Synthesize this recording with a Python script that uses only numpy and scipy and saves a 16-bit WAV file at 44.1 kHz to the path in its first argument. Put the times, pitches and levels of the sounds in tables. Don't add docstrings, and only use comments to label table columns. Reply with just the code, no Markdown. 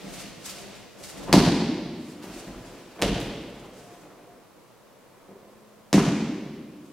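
import sys
import numpy as np
from scipy import signal
from scipy.fft import rfft, irfft, next_fast_len
from scipy.io import wavfile

SR = 44100
rng = np.random.default_rng(int(sys.argv[2]) if len(sys.argv) > 2 else 0)


def dump_mix(stems):
    frames = np.atleast_2d(stems).T
    limited = np.clip(frames, -1, 1)
    pcm = np.round(limited * 32767).astype(np.int16)
    wavfile.write(sys.argv[1], SR, pcm)


N = 305172
TIME = np.arange(N) / SR

# frequency in Hz, relative spectral level in dB.
AIR_COLOUR = [(15, -57), (25, -3.5), (79, -16), (110, -2.5), (421, -4.5), (482, 1.5), (804, -8.5),
              (1050, -6), (1170, -8.5), (1570, -14), (1710, -14.5), (3440, -20), (15500, -26.5)]
# frequency in Hz, side minus mid in dB.
AIR_WIDTH = [(40, -7), (140, -0.5), (280, -2.5), (1100, -7.5), (2200, -5), (4400, -3), (14000, 0)]
HALL_WIDTH = [(40, -13.5), (140, -33), (280, -26.5), (1100, -15), (2200, -11.5), (4400, -6), (8000, -0.5),
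              (14000, -2.5)]

# peak time in seconds, relative level in dB, rise and fall in seconds.
MIC_DRAUGHTS = [(.08, -46.5, 0.67, 0.41), (.62, -49.5, 0.43, 0.34), (1.01, -48.5, .08, 0.06),
                (1.2, -42, .16, 0.4)]
SOLE_SLIDES = [(.036, -45, 0.3, 0.19), (.18, -44, .04, 0.29), (.488, -42.5, 0.039, 0.17),
               (.72, -49, 0.54, 0.28), (1.2, -48.5, 0.22, 0.81), (2.23, -46.5, .015, 0.04),
               (2.32, -48, .1, .4), (2.7, -53.5, .2, 0.66)]
JACKET_RUSTLES = [(.202, -44, 0.16, 0.081), (.476, -44, 0.061, 0.16), (.774, -59, 0.059, 0.11),
                  (1.055, -44.5, .08, .12), (1.18, -53.5, 0.12, 0.26), (2.102, -53.5, 0.16, 0.14),
                  (2.356, -53, .1, 0.18), (2.674, -58.5, 0.26, 0.24), (2.97, -66, .25, .05),
                  (3.83, -59.5, 0.72, 0.39), (6.88, -63, .15, .3)]
WEIGHT_SHIFTS = [(2.25, -43.5, 0.12, 0.28), (2.63, -42.5, 0.85, 0.41), (2.99, -36.5, 0.033, 0.52),
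                 (3.7, -49.5, 0.9, 0.31), (4.12, -46, 1, 0.33), (5.05, -55, 0.19, 0.53),
                 (5.3, -57, .04, 0.38)]
# frequency in Hz, relative spectral level in dB.
DRAUGHT_COLOUR = [(25, -1), (80, -6), (160, 3), (320, 2), (600, 1.5), (1100, -11), (2000, -13.5),
                  (6000, -60)]
SOLE_COLOUR = [(300, -6.5), (1200, -4), (2500, 1.5), (4500, -2), (7000, -7), (15000, -20)]
JACKET_COLOUR = [(300, -13), (1000, -2.5), (2500, -1), (5000, 2), (8000, 2), (12000, -5.5), (16000, -15.5)]
SHIFT_COLOUR = [(25, 3), (80, -23), (160, -3.5), (320, 2), (600, -1), (1100, -8.5), (2000, -13.5),
                (6000, -33)]

# start in seconds, relative thump level in dB,
# contact cut-off in Hz, relative level of the floor's boom in dB.
THUMPS = [(0.043, -25.5, 219, -37), (0.244, -31.5, 300, -41), (0.661, -38, 400, -51),
          (1.154, -33, 250, -36), (1.293, -17, 550, -18), (1.329, -6, 664, -14), (1.341, 4, 405, -9.5),
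          (2.27, -33, 400, -32), (2.471, -28, 303, -28.5), (2.542, -30, 197, -30), (3.022, -15, 400, -11.5),
          (3.09, -12, 262, -14), (5.291, -34.5, 900, -61), (5.930, -8.5, 564, -16), (5.943, 3, 280, -21)]
# frequency in Hz, relative spectral level in dB.
MAT_COLOUR = [(30, -49), (70, -19.5), (110, -15), (145, -4.5), (190, 1.5), (235, 0.5), (290, 3.5),
              (350, -2.5), (430, -3), (560, -12.5), (900, -37), (3000, -20)]
# frequency in Hz, relative level in dB, time to fall 60 dB in seconds.
FLOOR_MODES = [(37.2, 4.5, 0.57), (54, 2.5, 0.35), (75.6, -8, 0.21), (118, 0.5, 0.1)]

# start in seconds, relative level in dB, contact
# time in seconds, ring frequency in Hz, ring gain in dB, cut-off in Hz, send to the hall in dB.
SLAPS = [(0.586, -35, 0.0021, 5800, -4, 12000, 5), (1.258, -18.5, 0.027, 1000, 4, 1800, 6),
         (1.327, 2, .0016, 4500, 0, 8600, 1.5), (1.334, -7.5, .005, 930, 13.5, 1670, 2),
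         (2.222, -38, 0.0045, 6950, -16, 13000, 15), (3.0149, -15.5, 0.0024, 543, -4.5, 9000, -24),
         (3.0212, -5.5, 0.0011, 3100, -1.5, 7450, 2), (3.028, -18, 0.0023, 540, 17.5, 1400, 0.5),
         (3.199, -25.5, 0.0041, 8600, -24, 11700, 5), (5.29, -31.5, 0.0071, 447, -1, 713, 7),
         (5.9283, -6.5, 0.0015, 6470, -3.5, 8140, 5), (5.934, -12, 0.0051, 2400, 4, 2820, 3),
         (5.97, -10.5, 0.0097, 1200, 10, 1700, 1)]
# frequency in Hz, relative spectral level in dB.
SLAP_COLOUR = [(100, -17.5), (400, 6), (900, -1), (1300, -6), (1800, -4), (2500, -5.5), (5000, -7.5),
               (7000, -9.5), (11000, -9), (16000, -9)]

# start in seconds, length in seconds, frequency in Hz, level in dB.
TONES = [(3.794, 0.22, 704, -53.5), (4.237, 0.15, 712, -58), (5.284, 1, 212.3, -61)]

# lag in seconds, gain in dB.
NEAR_ECHOES = [(.006, -12), (.0118, -19.5), (.04, -20)]
WALL_ECHOES = [(.036, -5), (.074, -6), (.136, -7), (.28, -13)]
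# frequency in Hz, time to fall 60 dB in seconds.
HALL_T60 = [(40, 1.22), (100, 1.82), (200, 1.79), (320, 2.31), (600, 1.56), (1200, 1.31), (2500, 1.62),
            (4500, 1.376), (8000, 0.95), (14000, 0.54)]


def undb(db):
    return 10 ** (np.asarray(db) / 20)


def unit(x):
    return x / np.sqrt(np.sum(x ** 2))


def along(points, hz):
    f, value = np.transpose(points)
    return np.interp(np.log(hz), np.log(f), value)


def convolve(x, response):
    return signal.fftconvolve(np.atleast_2d(x), np.atleast_2d(response), axes=1)[:, :N]


def colour(x, points, size=8192):
    hz = np.maximum(np.arange(size // 2 + 1) * SR / size, 1)
    cepstrum = irfft(np.log(undb(along(points, hz))))
    response = irfft(np.exp(rfft(2 * cepstrum[:size // 2], size)))
    return convolve(x, unit(response))


def lowpass(x, hz):
    return signal.sosfilt(signal.butter(2, min(hz, 0.45 * SR), fs=SR, output="sos"), x)


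def add(track, start_s, sound):
    start = max(int(start_s * SR), 0)
    track[start:start + len(sound)] += sound[:N - start]


def wander(per_second, size):
    return np.interp(TIME[:size] * per_second, np.arange(2000), rng.standard_normal(2000))


def diffuse(widths, size):
    hz = np.maximum(np.arange(size // 2 + 1) * SR / size, 1)
    mid, side = rfft(rng.standard_normal((2, size)))
    share = undb(along(widths, hz))
    left_right = mid + np.array([[1], [-1]]) * share * side
    return irfft(left_right / np.sqrt(1 + share ** 2), size)


def envelope(swells, drop_db=14.5, roundness=1.05):
    power = 0
    for peak_s, db, rise_s, fall_s in swells:
        from_peak = np.maximum((peak_s - TIME) / rise_s, (TIME - peak_s) / fall_s)
        power = power + undb(db - drop_db * from_peak ** roundness) ** 2
    return np.sqrt(power)


def grainy(swells, spectrum, widths, gain_db, grain_db, jerk_db):
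    sizes = undb(grain_db * rng.standard_normal(N // 20 + 1))
    grains = np.repeat(sizes, 20)[:N] * diffuse(widths, N)
    noise = colour(grains / grains.std(), spectrum)
    jerks = jerk_db * wander(per_second=50, size=N)
    return noise * envelope(swells) * undb(gain_db + jerks)


def room_tone(level_db=-54):
    return colour(diffuse(AIR_WIDTH, N), AIR_COLOUR) * undb(level_db)


def draught():
    return grainy(MIC_DRAUGHTS, DRAUGHT_COLOUR, AIR_WIDTH, gain_db=0.5, grain_db=0.5, jerk_db=-0.5)


def rubbing():
    soles = grainy(SOLE_SLIDES, SOLE_COLOUR, HALL_WIDTH, gain_db=-3, grain_db=1.5, jerk_db=1.5)
    jackets = grainy(JACKET_RUSTLES, JACKET_COLOUR, HALL_WIDTH, gain_db=0.5, grain_db=2, jerk_db=3.5)
    shifts = grainy(WEIGHT_SHIFTS, SHIFT_COLOUR, HALL_WIDTH, gain_db=-6.5, grain_db=2.5, jerk_db=3.5)
    return soles + jackets + shifts


def floor_ring():
    t = TIME[:SR // 2]
    ring = 0
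    for k, (hz, db, t60) in enumerate(FLOOR_MODES):
        mode = np.sin(2 * np.pi * hz * t) * np.exp(-np.log(1000) * t / t60)
        ring = ring + (-1) ** k * undb(db) * unit(mode)
    return unit(ring)


def thumps(mat_gain_db=17, floor_gain_db=11):
    push, boom = np.zeros((2, N))
    floor = floor_ring()
    for start_s, thump_db, contact_hz, boom_db in THUMPS:
        contact = lowpass(signal.unit_impulse(SR // 20), contact_hz)
        add(push, start_s, undb(thump_db) * contact)
        add(boom, start_s, undb(boom_db) * floor)
    return undb(mat_gain_db) * colour(push, MAT_COLOUR) + undb(floor_gain_db) * boom


def crackle(contact_s, size=SR // 10):
    hz = np.arange(size // 2 + 1) * SR / size
    moments = contact_s * (.8 + rng.exponential(size=1000) / 3)
    delay_s = np.interp(hz * contact_s, np.arange(len(moments)), moments)
    phase = -2 * np.pi * np.cumsum(delay_s) * SR / size
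    return irfft(np.exp(1j * phase), size)


def spatter(decay_s):
    age = TIME[:SR // 10] / decay_s
    return unit(rng.standard_normal(len(age)) * np.sqrt(age) * np.exp(-age))


def slaps(gain_db=12, ring_q=3, spatter_db=-6, spatter_stretch=2.6):
    to_mics, to_hall = np.zeros((2, N))
    for start_s, db, contact_s, ring_hz, ring_db, top_hz, hall_db in SLAPS:
        parts = np.array([crackle(contact_s), spatter(spatter_stretch * contact_s)])
        gap_ring = signal.lfilter(*signal.iirpeak(ring_hz, ring_q, fs=SR), parts)
        ringing = parts + undb(ring_db) * gap_ring
        crack, cloth = (lowpass(unit(part), top_hz) * undb(gain_db + db) for part in ringing)
        add(to_mics, start_s, crack + undb(spatter_db) * cloth)
        add(to_hall, start_s, crack * undb(hall_db))
    return colour(to_mics, SLAP_COLOUR), colour(to_hall, SLAP_COLOUR)


def faint_tones(waver_hz=0.67):
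    track = np.zeros(N)
    for start_s, length_s, hz, db in TONES:
        t = TIME[:int(length_s * SR)]
        drift = lowpass(rng.standard_normal(N), hz=26)
        pitch_hz = hz + waver_hz * drift[-len(t):] / drift.std()
        phase = 2 * np.pi * np.cumsum(pitch_hz) / SR
        swell = np.sqrt(2 * np.sin(np.pi * t / length_s))
        add(track, start_s, undb(db) * swell * np.sin(phase))
    return track


def off_axis(x, lag_s=1.2e-5):
    size = next_fast_len(N)
    hz = np.arange(size // 2 + 1) * SR / size
    delays = np.exp(-2j * np.pi * hz * np.array([[0], [lag_s]]))
    return irfft(rfft(x, size) * delays, size)[:, :N]


def echoes(reflections):
    response = np.zeros(SR // 2)
    for lag_s, db in reflections:
        add(response, lag_s, undb([db]))
    return response


def hall_tail(build_s=0.0021, gap_s=0.0027, bunch_db=2, bunch_fade_s=0.29):
    t = TIME[:2 * SR]
    noise = rfft(diffuse(HALL_WIDTH, len(t)))
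    octave = np.log2(np.maximum(np.arange(noise.shape[1]) * SR / len(t), 32))
    tail = 0
    for centre in np.arange(5, 14.2, .25):
        band = irfft(noise * np.maximum(1 - 4 * abs(octave - centre), 0))
        tail = tail + band * np.exp(-np.log(1000) * t / along(HALL_T60, 2 ** centre))
    bunches = undb(bunch_db * wander(per_second=200, size=len(t)) * np.exp(-t / bunch_fade_s))
    onset = 1 - np.exp(-np.maximum(t - gap_s, 0) / build_s)
    return tail * bunches * onset / np.sqrt(SR / 10)


def scene(blow_send_db=1, soft_send_db=-2, wall_cutoff_hz=700):
    thump = thumps()
    slap, slap_to_hall = slaps()
    soft = rubbing() + draught()
    direct = off_axis(thump + slap) + soft
    early = convolve(direct, echoes(NEAR_ECHOES) + lowpass(echoes(WALL_ECHOES), wall_cutoff_hz))
    to_hall = undb(blow_send_db) * (thump + slap_to_hall) + undb(soft_send_db) * soft
    wash = convolve(to_hall, hall_tail())
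    return direct + early + wash + faint_tones() + room_tone()


def record(dry, low_cut_hz=31, ceiling=0.8, top_hz=15800):
    thinned = signal.sosfilt(signal.butter(4, low_cut_hz, "highpass", fs=SR, output="sos"), dry)
    rounded = thinned / (1 + (thinned / ceiling) ** 4) ** .25
    return signal.sosfilt(signal.ellip(10, .1, 80, top_hz, fs=SR, output="sos"), rounded)


dry = scene()
out = record(dry)
dump_mix(out)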